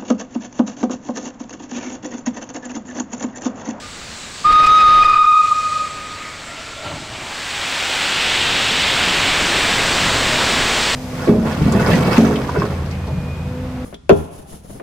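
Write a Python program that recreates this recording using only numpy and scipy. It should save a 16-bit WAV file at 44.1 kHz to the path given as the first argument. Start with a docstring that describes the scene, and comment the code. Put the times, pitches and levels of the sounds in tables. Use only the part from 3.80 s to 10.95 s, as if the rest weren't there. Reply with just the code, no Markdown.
"""In a long railway shed, a steam locomotive idles with a low murmur and hissing leaks.
Steam sets its whistle singing for one shrill blast, which overloads the microphone and rings on
under the roof. After faint moans and dull knocks, steam blows from the cylinder drains:
a hiss at first, then a steady roar that deepens as the cloud grows."""
import sys
import numpy as np
from scipy import signal
from scipy.fft import rfft, irfft
from scipy.io import wavfile
from scipy.ndimage import uniform_filter1d, minimum_filter1d

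SR = 44100
rng = np.random.default_rng(int(sys.argv[2]) if len(sys.argv) > 2 else 0)


def wav_record(signal):
    """Record a signal, one row per channel, as 16-bit PCM in the file named by sys.argv[1]."""
    frames = np.transpose(np.atleast_2d(signal))
    bounded = np.clip(frames, -1, 1)
    # unit amplitude maps onto the largest positive 16-bit level
    quanta = np.round(bounded * 32767).astype(np.int16)
    wavfile.write(sys.argv[1], SR, quanta)


N = 315315
T = np.arange(N) / SR
BINS_HZ = np.fft.rfftfreq(1024, 1 / SR)  # noise is shaped on a grid of these pitches
FRAMES_S = np.arange(N // 256 + 5) * 256 / SR  # and these moments


def amp(db):
    """Turns decibels into a number to multiply a sound by."""
    return 10 ** (np.asarray(db) / 20)


def unit(x):
    """Scales a signal to an average power of 1."""
    return x / np.sqrt(np.mean(x ** 2) + 1e-20)


def curve(rows):
    """Joins each column of a table with straight lines through time."""
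    times_s, *columns = np.transpose(rows)
    return [np.interp(T, times_s, column) for column in columns]


def colour(points, hz=BINS_HZ):
    """Joins a table's points from low pitch to high, spaced by octaves."""
    pitches_hz, values = np.transpose(points)
    return np.interp(np.log(hz + 1), np.log(pitches_hz), values)


def swell(peak_s, half_s, t=T):
    """A smooth hump of height 1 around a moment."""
    return np.exp(-((t - peak_s) / half_s) ** 2)


def since(start_s):
    """Seconds gone by after a moment, zero before it."""
    return np.maximum(T - start_s, 0)


def wander(rate_hz):
    """A random wobble, up to about the given speed."""
    hz = np.fft.rfftfreq(N, 1 / SR)
    return unit(irfft(rfft(rng.standard_normal(N)) / (1 + (hz / rate_hz) ** 4), N))


def noise(colour_db, patchy_db):
    """Steady rushing noise of a given colour, with drifting louder and softer patches."""
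    real, imaginary, patches = rng.standard_normal((3, len(FRAMES_S), len(BINS_HZ)))
    patches = uniform_filter1d(patches, size=14, axis=0)
    patches = unit(uniform_filter1d(patches, size=16, axis=1))
    shape = amp(colour_db) / np.linalg.norm(amp(colour_db), axis=-1, keepdims=True)
    spectrum = (real + 1j * imaginary) * shape * amp(patchy_db * patches)
    return unit(signal.istft(spectrum.T, nperseg=1024, noverlap=768)[1][:N])


def fuzzy_tone(pitch_hz, width_hz):
    """A blurred note: a narrow band of noise around one pitch."""
    angle = 2 * np.pi * pitch_hz * T
    return wander(width_hz) * np.cos(angle) + wander(width_hz) * np.sin(angle)


# How strong each noise is from bass to treble: pitch_hz, level_db
MURMUR_COLOUR = [(20, -4.5), (50, 0), (85, 3), (130, -1), (200, 0.5), (350, -5.5), (560, -4), (800, -7.5),
                 (1500, -4.5), (3000, -9.5), (8000, -36.5), (16000, -57.5)]
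LEAK_COLOUR = [(100, -28), (1500, -9), (3000, -3.5), (4200, 2), (5200, -2), (6300, -3.5), (7800, -0.5),
               (9000, -12.5), (10500, -21), (13000, -33.5), (15000, -22.5), (16000, -27)]  # also the short bursts of hiss during the blast
HISS_COLOUR = [(30, -35), (400, -6), (900, -2), (1600, 0), (3600, -0.5), (5000, -6.5), (6400, -11.5),
               (7800, -9), (9000, -18), (10500, -25.5), (13000, -33.5), (15000, -26.5), (16000, -30)]  # also the drains
# How loud the two leaks are: time_s, thin_db, breathy_db
LEAK_LEVELS = [(0, -38.5, -53), (.4, -35.5, -46), (2.0, -34.5, -40.5), (2.25, -41, -35), (3.5, -39.5, -37)]
def idle(murmur_db=-36.5):
    """The waiting engine murmurs while steam escapes from two leaks."""
    thin_db, breathy_db = curve(LEAK_LEVELS)
    murmur = noise(colour(MURMUR_COLOUR), patchy_db=0.03) * amp(murmur_db)
    thin = noise(colour(LEAK_COLOUR), patchy_db=1.3) * amp(thin_db)
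    breathy_peak_db = 5 * np.exp(-((BINS_HZ - 2200) / 400) ** 2)
    breathy = noise(colour(HISS_COLOUR) + breathy_peak_db, patchy_db=2.3) * amp(breathy_db)
    return murmur + thin + breathy


def early_echoes(x, echo_gain=0.094, drift_samples=25):
    """Echoes off floor and pillars ripple the noise, drifting as the microphone moves."""
    samples = np.arange(N)
    delays = rng.integers(100, 2200, size=8)
    echoes = sum(np.interp(samples - delay - drift_samples * wander(0.492), samples, x)
                 for delay in delays)
    return (x + echo_gain * echoes) / np.sqrt(1 + len(delays) * echo_gain ** 2)


# Soft swells of the whistle: peak_s, half_length_s, level_db
FAINT_NOTES = [(0.053, 0.024, -39.5), (.3, 0.27, -48)]
def faint_whistle(pitch_hz=1210, width_hz=8):
    """The whistle sings faintly and a little flat before the blast."""
    level = sum(amp(db) * swell(peak_s, half_s) for peak_s, half_s, db in FAINT_NOTES)
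    return fuzzy_tone(pitch_hz, width_hz) * level


OPEN_S, SHUT_S = 0.638, 1.223  # the whistle's valve opens, then starts to shut
def blast_level(fade_from_s, fade_db_per_s, attack_s=0.016, start_db=-11.5, fill_s=0.086):
    """The blast starts fast, builds as it fills the shed, holds, then fades evenly."""
    age_s = since(OPEN_S)
    level_db = start_db * np.exp(-age_s / fill_s) - fade_db_per_s * since(fade_from_s)
    return np.minimum(age_s / attack_s, 1) * amp(level_db)


# The note scoops up, then sags as the valve shuts: time_s, pitch_hz
WHISTLE_PITCH = [(.638, 1138), (.652, 1216), (.68, 1234), (.85, 1250), (1.0, 1256), (1.04, 1244),
                 (1.17, 1243), (1.24, 1228), (1.31, 1172)]
# The tones that make up the note: pitch_multiple, blowing_db, ringing_db, echo_db, loss_per_step_db
WHISTLE_TONES = [(1, 0, 1.5, -11, 10), (2, -27, -18, 6, 7.5), (3, -26, -30, -5, 6), (4, -43, -46.5, 0, 11),
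                 (5, -51, -55, -1, 10.5)]
# The note drops out briefly while a short burst of hiss comes up and the even tones flare:
# time_s, half_length_s, depth (0-1), hiss_db, flare_db
DROPOUTS = [(0.721, 0.0079, 0.63, -27, 0), (0.835, 0.018, 0.5, -35, 10), (0.864, 0.0083, 0.91, -21, 15),
            (1.001, 0.012, 0.37, -34, 14), (1.241, 0.0079, 0.33, -30, 14), (1.294, 0.0022, 0.5, -26, 3),
            (1.352, 0.01, 0.36, -40, 7.5)]
def whistle(waver=0.00226, rasp=0.0042, flare_s=0.021, blend_s=0.091, note_db=0.5):
    """Steam makes the whistle's bell sing one unsteady note, which throbs against its own echoes."""
    pitch_hz, = curve(WHISTLE_PITCH)
    cycles = np.cumsum(pitch_hz * (1 + waver * wander(25.7) + rasp * wander(250))) / SR
    blowing = blast_level(SHUT_S, fade_db_per_s=290)
    shut = np.clip(0.5 + (T - SHUT_S) / blend_s, 0, 1)
    flare_db = sum(db * swell(time_s, flare_s) for time_s, _, _, _, db in DROPOUTS)
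    # more pressure raises the pitch and brings out the odd overtones
    shrill_db = 0.2 * (pitch_hz - 1244) * (1 - shut)
    # the ringing drops in steps as the echoes run out, one after another
    first_step_s, step_gap_s, edge_s = 1.627, 0.442, 0.025
    steps = sum(0.5 + 0.5 * np.tanh((T - first_step_s - k * step_gap_s) / edge_s) for k in range(5))
    note = 0
    for multiple, blowing_db, ringing_db, echo_db, loss_db in WHISTLE_TONES:
        direct = blowing * np.sin(2 * np.pi * multiple * cycles)
        lift_db = flare_db if multiple % 2 == 0 else shrill_db * (multiple > 1)
        level_db = blowing_db + (ringing_db - blowing_db) * shut + lift_db - loss_db * steps
        note += amp(level_db) * steadied(direct + amp(echo_db) * shed_ring(direct))
    for time_s, half_s, depth, _, _ in DROPOUTS:
        note *= 1 - depth * swell(time_s, half_s)
    return note * blast_level(fade_from_s=0.95, fade_db_per_s=11.5) * amp(note_db)


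# How long the shed's echoes take to fade by 60 dB: pitch_hz, fade_s
SHED_FADES = [(200, 2.8), (1200, 1.83), (2500, 0.96), (4000, 2.9), (8000, .7)]
def shed_ring(x):
    """Countless echoes off roof and pillars blend together; the highest treble dies first."""
    hz, t, spectrum = signal.stft(rng.standard_normal(2 * SR), SR, nperseg=256)
    fade_db = -60 * t / colour(SHED_FADES, hz)[:, None]
    tail = signal.istft(spectrum * amp(fade_db), SR)[1]
    near_note = abs(rfft(tail, SR))[1100:1400]  # the pitches around the whistle's note, in Hz
    return signal.fftconvolve(x, tail / np.sqrt(np.mean(near_note ** 2)))[:N]


def steadied(x):
    """Evens out slow fading and keeps the fast throbbing."""
    return x / np.sqrt(abs(uniform_filter1d(x ** 2, size=2100)) + 1e-9)


# A rough, wide rush of noise: pitch_hz, level_db
RUSH_COLOUR = [(20, 15.5), (45, 6), (110, 3.5), (400, -0.5), (900, 0), (2000, 1), (3200, -3), (5000, -7.5),
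               (7000, -28.5), (10000, -28), (13000, -37.5), (16000, -39)]
def overload_rush(level_db=-16, flutter_db=0.96, lag_s=0.0055):
    """Rough noise during the blast as the microphone overloads, with a short hiss at each dropout."""
    rush = noise(colour(RUSH_COLOUR), patchy_db=0) * blast_level(SHUT_S, fade_db_per_s=60)
    rush *= amp(level_db + flutter_db * wander(25))
    bursts = sum(amp(db) * swell(time_s + lag_s, half_s) for time_s, half_s, _, db, _ in DROPOUTS)
    return rush + bursts * noise(colour(LEAK_COLOUR), patchy_db=1.7)


def late_echo(ringing, time_s=1.72, pitch_hz=1220, level_db=-3.5, dip_depth=0.7):
    """The ringing dips briefly while one late echo comes back clean and strong."""
    echo = amp(level_db) * swell(time_s, half_s=0.01) * np.sin(2 * np.pi * pitch_hz * T)
    return ringing * (1 - dip_depth * swell(time_s, half_s=0.021)) + echo


# Moans of two tones each: peak_s, half_length_s, lower_pitch_hz, lower_db, upper_db
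MOANS = [(2.001, 0.32, 580, -44.5, -62), (2.76, 0.22, 672, -45, -39.5), (3.065, 0.085, 620, -33.5, -38),
         (3.33, 0.24, 654, -42, -54)]
def moans(upper_hz=1363):
    """Faint blurred tones swell and fade far down the shed."""
    upper = fuzzy_tone(upper_hz, width_hz=45)
    sound = 0
    for peak_s, half_s, lower_hz, lower_db, upper_db in MOANS:
        lower = fuzzy_tone(lower_hz, width_hz=75)
        sound += swell(peak_s, half_s) * (amp(lower_db) * lower + amp(upper_db) * upper)
    return sound


# Knocks from the engine: start_s, level_db, fade_s (time to fall by 60 dB)
KNOCKS = [(3.03, -22.5, 0.48), (3.105, -29, 0.73), (3.3, -33.5, 2)]
# Their dull tone: pitch_hz, level_db
KNOCK_COLOUR = [(30, -20), (70, -18), (120, 10), (200, -20), (300, -1), (450, -15), (800, -3),
                (1500, -13.5), (3000, -14), (6000, -29), (16000, -52)]
def knocks(rise_s=0.024):
    """The shed blurs distant knocks into short dull booms."""
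    level = 0
    for start_s, level_db, fade_s in KNOCKS:
        age_s = since(start_s)
        level += (1 - np.exp(-age_s / rise_s)) * amp(level_db - 60 * age_s / fade_s)
    return level * noise(colour(KNOCK_COLOUR), patchy_db=1.5)


def drains(start_s=3.18, rise_s=0.84, steepness=1.54):
    """The cylinder drains open smoothly and let out a jet of steam."""
    opening = 1 - np.exp(-(since(start_s) / rise_s) ** steepness)
    return opening * (jet_hiss() + jet_roar(deepen_from_s=start_s + rise_s))


def jet_hiss(level_db=-18, surge_s=4.84, surge_half_s=0.91, dry_hz=2050, wet_hz=3000):
    """One slow surge of water passes through the jet, lifting the pitch and level of its hiss."""
    wet = swell(surge_s, surge_half_s, FRAMES_S)[:, None]
    peak_hz = dry_hz + (wet_hz - dry_hz) * wet
    octaves_away = np.log2((BINS_HZ + 1) / peak_hz)
    peak_db = 5 * wet * np.exp(-(octaves_away / 0.53) ** 2)
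    dry_fizz_db = 1.3 * (1 - wet) / (1 + (4500 / (BINS_HZ + 1)) ** 4)
    hiss = noise(colour(HISS_COLOUR) + peak_db + dry_fizz_db, patchy_db=0.5)
    return hiss * amp(level_db + 1.5 * swell(surge_s, surge_half_s))


# The deep roar of the jet: pitch_hz, level_db
ROAR_COLOUR = [(20, -9), (45, 0), (75, 1.5), (110, -4), (200, -1), (400, -4.5), (800, -5.5), (1400, -9),
               (2500, -9.5), (6000, -40), (16000, -60)]
def jet_roar(deepen_from_s, deep_s=4.4, full_s=6.28, ease_s=6.81, full_db=-21):
    """The roar builds and deepens as the steam cloud grows, then eases near the end."""
    grow_db_per_s, ease_db_per_s = 4, 13
    thinness_db = np.interp(FRAMES_S, [deepen_from_s, deep_s], [9, 0])[:, None]
    bass_cut_db = thinness_db / (1 + (BINS_HZ / 300) ** 2)
    level_db = full_db - grow_db_per_s * np.maximum(full_s - T, 0) - ease_db_per_s * since(ease_s)
    return noise(colour(ROAR_COLOUR) - bass_cut_db, patchy_db=0.15) * amp(level_db)


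def scene():
    """Everything is far down the shed, straight ahead, so both ears hear the same."""
    whistling = faint_whistle() + late_echo(whistle()) + overload_rush()
    mono = whistling + moans() + knocks() + early_echoes(idle() + drains())
    return np.array([mono, mono])


def record(dry, ceiling=1.32, limit_db=-8.0, top_hz=15800):
    """The microphone overloads, a limiter turns loud moments down, and the very top treble is cut."""
    overloaded = ceiling * np.tanh(dry / ceiling)
    power = uniform_filter1d((overloaded ** 2).mean(0), size=180)
    power_db = 10 * np.log10(abs(power) + 1e-12)
    turn_down_db = minimum_filter1d(np.minimum(limit_db - power_db, 0), size=1700)
    limited = overloaded * amp(uniform_filter1d(turn_down_db, size=300))
    treble_cut = signal.firwin(511, top_hz, window=("kaiser", 9), fs=SR)
    return signal.oaconvolve(limited, treble_cut[None], "same")


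dry = scene()
out = record(dry)
wav_record(out)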